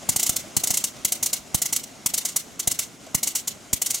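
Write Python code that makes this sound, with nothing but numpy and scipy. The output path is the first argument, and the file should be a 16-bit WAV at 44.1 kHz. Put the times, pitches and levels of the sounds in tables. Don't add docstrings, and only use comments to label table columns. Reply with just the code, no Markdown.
import sys
import numpy as np
from scipy import signal
from scipy.fft import rfft, irfft
from scipy.io import wavfile
from scipy.ndimage import uniform_filter1d

SR = 44100
rng = np.random.default_rng(int(sys.argv[2]) if len(sys.argv) > 2 else 0)


def wrap_up_sound(samples):
    columns = np.atleast_2d(samples).T
    tamed = np.clip(columns, -1, 1)
    steps = np.round(tamed * 32767).astype(np.int16)
    wavfile.write(sys.argv[1], SR, steps)


N = 176400

# frequency_hz, level_db
CHURN_COLOUR = [(20, -42), (45, -39), (80, -4.5), (150, -3), (235, 1), (295, -3), (355, -3.5), (450, -10),
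                (670, -4.5), (900, -12.5), (1400, -11.5), (1800, -16.5), (2100, -12), (2450, -16),
                (2850, -15), (3300, -15.5), (4500, -17.5), (6700, -12.5), (10000, -22.5), (14000, -29),
                (16000, -37)]
# frequency_hz, likeness
CHURN_LIKENESS = [(40, 0.27), (200, 0.8), (700, 0.53), (2000, 0.59), (7000, 0.94), (14000, 0.093)]
# time_s, level_db
CHURN_FADE = [(0, 1.5), (.5, 0), (1, -1), (1.5, -2), (2, -2), (2.5, -3.5), (3, -3), (3.5, -3.5), (4, -4.5)]
# start_s, level_db
MISFIRES = [(.022, -40), (.435, -40), (.96, -40.5), (3.061, -38)]
# frequency_hz, level_db
MISFIRE_COLOUR = [(20, -48), (100, -7), (300, -23), (620, 13), (1200, -23), (3000, -10), (6500, -11),
                  (10000, -18), (16000, -28)]
# start_s, level_db, rise_s, decay_s, bark_db, bark_pitch_hz, afterflow_db
FIRINGS = [(.088, -13, 0.0055, 0.0069, -22.5, 927, -36), (0.1591, -15, 0.0046, 0.0074, -28, 770, -35),
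           (0.1919, -18, 0.0071, 0.0072, -33, 900, -32), (0.2277, -15.5, 0.003, 0.0083, -32.5, 710, -39),
           (0.2598, -18, .0064, 0.01, -37, 820, -35.5), (0.2919, -13.5, 0.0032, 0.0055, -33, 700, -38),
           (0.3586, -17, .0085, 0.0055, -36, 1157, -37), (0.5648, -13.5, 0.0028, 0.0081, -26, 790, -40),
           (0.634, -15.5, .0064, 0.0059, -28.5, 732, -37.5), (0.6709, -18, .0022, 0.0088, -37, 810, -33.5),
           (.7028, -16, 0.0041, 0.0088, -29, 710, -40), (.736, -19, .0075, 0.0094, -35, 950, -35),
           (0.7695, -15.5, 0.0035, 0.0088, -39, 790, -37), (0.8383, -16, 0.0035, 0.0091, -32, 1030, -38),
           (1.0469, -12.5, 0.0043, 0.0063, -29, 840, -37.5),
           (1.119, -15.5, 0.0036, 0.0086, -33.5, 723, -40), (1.225, -17, 0.005, 0.012, -31, 915, -40),
           (1.2586, -17, 0.0034, 0.0091, -35, 820, -42), (1.3285, -16, 0.0044, 0.0086, -34, 673, -37.5),
           (1.5431, -14, 0.0048, 0.0071, -26, 836, -40), (1.616, -15.5, 0.0044, 0.009, -33, 720, -42),
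           (1.653, -19.5, 0.0084, 0.0069, -37, 815, -40), (1.7243, -16, 0.0062, .0076, -31.5, 880, -32.5),
           (1.7604, -16, 0.0038, 0.0063, -52, 990, -43), (1.831, -30, 0.0085, 0.0059, -57, 970, -58),
           (2.0591, -13, 0.0036, 0.0068, -27.5, 895, -51), (2.095, -34, 0.0084, 0.006, -55, 870, -55),
           (2.1351, -17, 0.0078, 0.0079, -33.5, 734, -40), (2.1752, -17.5, 0.0056, 0.0079, -45, 940, -39),
           (2.2487, -18.5, 0.0056, 0.011, -35, 755, -36.5), (2.283, -28.5, 0.0062, 0.011, -41, 1150, -43),
           (2.359, -14.5, 0.0062, 0.0082, -29, 840, -38), (2.5912, -20, 0.0095, 0.0065, -36.5, 1050, -42),
           (2.6715, -12.8, 0.0056, 0.0053, -26, 733, -39), (2.7102, -17.5, 0.0068, 0.0065, -38, 890, -41),
           (2.788, -17, 0.005, 0.0081, -38, 680, -33), (3.144, -13.5, 0.0058, 0.0067, -22, 990, -42),
           (3.2279, -17, 0.0054, 0.0095, -32.5, 725, -39.5), (3.2689, -19, 0.0054, .013, -34, 890, -40),
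           (3.3492, -18, 0.0066, 0.013, -35, 835, -33), (3.4717, -19.5, 0.0079, 0.0085, -39, 870, -44),
           (3.7287, -13.5, 0.005, 0.007, -27.5, 920, -45), (3.815, -16, 0.0051, 0.0085, -33, 730, -49),
           (3.8577, -19, 0.0068, 0.009, -50, 990, -41), (3.8997, -18, 0.0082, 0.0081, -38, 775, -39),
           (3.9403, -20, 0.0063, 0.011, -36.5, 760, -34)]
# frequency_hz, level_db
JET_COLOUR = [(100, -40), (500, -16), (750, -25), (1000, -17.5), (1400, -19.5), (1600, -18.5),
              (1800, -23.5), (2000, -10.5), (2230, -11.5), (2450, -19.5), (2880, -9), (3150, -12),
              (3400, -12), (4300, -8), (4900, -9), (6000, -1), (7200, 1), (8500, -2), (10500, -5),
              (13500, -7.5), (15800, -11), (17000, -87)]
# frequency_hz, likeness
JET_LIKENESS = [(200, 0.27), (1000, 0.21), (2200, 1), (4500, 1), (7500, 0.91), (12000, 0.8)]
# frequency_hz, left_minus_right_db
JET_PAN = [(200, -6), (1200, -3), (4500, -0.7), (7500, -0.6), (13000, 2)]
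# frequency_hz, level_db
BARK_COLOUR = [(40, -29), (150, 1), (300, -0.5), (500, -10), (700, -5), (1050, -10.5), (1400, -15),
               (2000, -23), (6000, -37)]
# delay_s, level_db
SCATTER_ENVELOPE = [(.008, 11.5), (.02, 2), (.03, 13), (.04, 9), (.052, -3.5), (.064, -4.5), (.1, -12),
                    (.16, -11), (.3, -59), (.5, -60)]
# frequency_hz, level_db
SCATTER_EQ = [(100, 13), (700, -5), (2200, 10), (4000, 8.5), (6500, -1.5), (9000, 1.5), (15000, 2.5)]
# start_s, left_db, right_db
MIC_THUDS = [(0.0925, -14.5, -14.5), (0.164, -23, -21.5), (.2953, -22, -18), (0.5691, -12.5, -12.5),
             (0.7059, -18.5, -18.5), (1.052, -27, -36), (1.547, -19, -13), (1.62, -34, -33),
             (2.061, -29.5, -36), (2.677, -16.5, -19), (3.1494, -20.5, -15), (3.7347, -15, -17)]
# frequency_hz, level_db
FLUTTER_COLOUR = [(15, -37), (70, -4.5), (150, 0.5), (280, -1.5), (450, -23), (900, -32), (2000, -55),
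                  (5000, -81)]


def amp(db):
    return 10 ** (np.asarray(db) / 20)


def unit(x):
    return x / np.sqrt(np.mean(x ** 2) + 1e-20)


def read(points, hz):
    point_hz, value = np.transpose(points)
    return np.interp(np.log(hz + 1), np.log(point_hz + 1), value)


def add(mix, start_s, sound):
    part = mix[:, max(round(start_s * SR), 0):][:, :sound.shape[-1]]
    part += sound[..., :part.shape[1]]


def paired(noises, likeness):
    likeness = np.clip(likeness, -1, 1)
    mid = np.sqrt((1 + likeness) / 2) * noises[0]
    side = np.sqrt((1 - likeness) / 2) * noises[1]
    return np.array([mid + side, mid - side])


def burst(rise_s, decay_s, snap=1, size=4096):
    t = np.arange(size) / SR
    return np.minimum(t / rise_s, 1) ** snap * np.exp(-(np.maximum(t - rise_s, 0) / decay_s) ** snap)


def churn(level_db=-42, patch_db=1.3, swell_db=.9, size=1024):
    hop = size // 4
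    frames, hz = N // hop + 6, np.fft.rfftfreq(size, 1 / SR)
    grid = (2, frames, len(hz))
    noise = rng.standard_normal(grid) + 1j * rng.standard_normal(grid)
    drift = uniform_filter1d(rng.standard_normal(grid[1:]), size=5, axis=0)
    patches = unit(uniform_filter1d(drift, size=9, axis=1))
    swell = unit(uniform_filter1d(rng.standard_normal(frames), size=6))[:, None]
    moving_eq = amp(read(CHURN_COLOUR, hz) + patch_db * patches + swell_db * swell)
    spectra = paired(noise, read(CHURN_LIKENESS, hz)) * moving_eq
    air = signal.istft(spectra.transpose(0, 2, 1), nperseg=size, noverlap=size - hop)[1][:, :N]
    fade_db = np.interp(np.arange(N) / SR, *np.transpose(CHURN_FADE))
    return unit(air) * amp(level_db + fade_db)


def puff(colour, rise_s, decay_s):
    envelope = burst(rise_s, decay_s)
    size = len(envelope)
    log_gain = np.log(amp(read(colour, abs(np.fft.fftfreq(size, 1 / SR)))))
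    eq = np.exp(np.conj(signal.hilbert(log_gain)))[:size // 2 + 1]
    turbulence = irfft(rfft(rng.standard_normal(size) * envelope) * eq)
    return unit(turbulence) * np.sqrt(np.mean(envelope ** 2))


def misfires():
    out = np.zeros((2, N))
    for start_s, level_db in MISFIRES:
        add(out, start_s, amp(level_db) * puff(MISFIRE_COLOUR, rise_s=.0081, decay_s=.0061))
    return out


def hiss(size, treble_db, pivot_hz=8300):
    hz = np.fft.rfftfreq(size, 1 / SR)
    noise = paired(np.exp(2j * np.pi * rng.random((2, len(hz)))), read(JET_LIKENESS, hz))
    tilt_db = treble_db * np.tanh(2 * np.log2((hz + 1) / pivot_hz)) / 2
    pan_db = np.array([[.5], [-.5]]) * read(JET_PAN, hz)
    return unit(irfft(noise * amp(read(JET_COLOUR, hz) + tilt_db + pan_db)))


def jet(rise_s, decay_s, treble_db, rough_db=.6, grain_s=.001):
    envelope = burst(rise_s, decay_s, snap=1.25)
    grain = unit(uniform_filter1d(rng.standard_normal(len(envelope)), round(grain_s * SR)))
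    ragged = hiss(len(envelope), treble_db) * amp(rough_db * grain)
    return unit(ragged * envelope) * np.sqrt(np.mean(envelope ** 2))


def bark(pitch_hz, ring_delay_s=.00097, ring_rise_s=.0013):
    gruff = amp(-2.5) * puff(BARK_COLOUR, rise_s=.00075, decay_s=.0018)
    t = np.maximum(np.arange(len(gruff)) / SR - ring_delay_s, 0)
    decay_s = .005 * (730 / pitch_hz) ** 4.8
    envelope = np.minimum(t / ring_rise_s, 1) * np.exp(-np.maximum(t - ring_rise_s, 0) / decay_s)
    return np.sin(2 * np.pi * pitch_hz * t) * envelope + gruff


def exhaust(ground_s=.0053, ground_spread_s=.0009, ground_gain=.31):
    out = np.zeros((2, N))
    for start_s, level_db, rise_s, decay_s, bark_db, bark_pitch_hz, afterflow_db in FIRINGS:
        treble_db = .5 * (level_db + 15)
        spit = amp(level_db + .5) * jet(rise_s, decay_s, treble_db)
        pop = spit + amp(bark_db) * bark(bark_pitch_hz)
        add(out, start_s, pop)
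        bounce_s = ground_s + ground_spread_s * rng.uniform(-1.1, 1)
        add(out, start_s + bounce_s, ground_gain * spit)
        add(out, start_s, scatter(pop))
        add(out, start_s + .008, amp(afterflow_db) * afterflow())
    return out


def jolt(delay_s, first_swing_s=.0022, decay_s=.0049):
    flutter = puff(FLUTTER_COLOUR, rise_s=.0012, decay_s=.0055)
    t = np.maximum(np.arange(len(flutter)) / SR - delay_s, 0)
    swing = np.sin(np.pi * np.log2(1 + t / first_swing_s)) * np.exp(-t / decay_s)
    return amp(2.5) * uniform_filter1d(swing, size=30) + amp(-17) * flutter


def thuds(lag_s=.00016, push_s=.0017, push_db=-6):
    out = np.zeros((2, N))
    age = np.arange(4096) / SR / push_s
    pressure_wave = age * (1 - age / 2) * np.exp(1 - age)
    for start_s, left_db, right_db in MIC_THUDS:
        left = amp(left_db) * jolt(lag_s * (left_db < right_db))
        right = amp(right_db) * jolt(lag_s * (right_db < left_db))
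        push = np.sign(left_db - right_db) * amp(max(left_db, right_db) + push_db) * pressure_wave
        add(out, start_s, np.array([push + left, push - right]))
    return out


def scatter(pop, send_db=-15, size=128):
    t = np.arange(SR // 2) / SR
    predelay_s = SCATTER_ENVELOPE[0][0]
    envelope = amp(np.interp(t, *np.transpose(SCATTER_ENVELOPE))) * (t > predelay_s)
    taps = paired(rng.standard_normal((2, len(t))), likeness=.19) * envelope
    hz, _, spectra = signal.stft(taps / np.linalg.norm(taps[0]), SR, nperseg=size)
    spectra *= amp(read(SCATTER_EQ, hz)[:, None])
    echoes = signal.istft(spectra, SR, nperseg=size)[1]
    return amp(send_db) * signal.fftconvolve(pop, echoes, axes=1)


def afterflow(rise_s=.021, hold_s=.019, release_s=.017, size=8192):
    t = np.arange(size) / SR
    envelope = np.minimum(t / rise_s, 1) * np.exp(-np.maximum(t - rise_s - hold_s, 0) / release_s)
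    return hiss(size, treble_db=-9.5) * envelope


def scene():
    return exhaust() + misfires() + thuds() + churn()


def record(dry):
    ceiling, cutoff_hz = .8, 16300
    rounded = dry / (1 + (dry / ceiling) ** 4) ** .25
    low_pass = signal.firwin(255, cutoff_hz, window=("kaiser", 9), fs=SR)
    return signal.oaconvolve(rounded, low_pass[None], "same")


dry = scene()
out = record(dry)
wrap_up_sound(out)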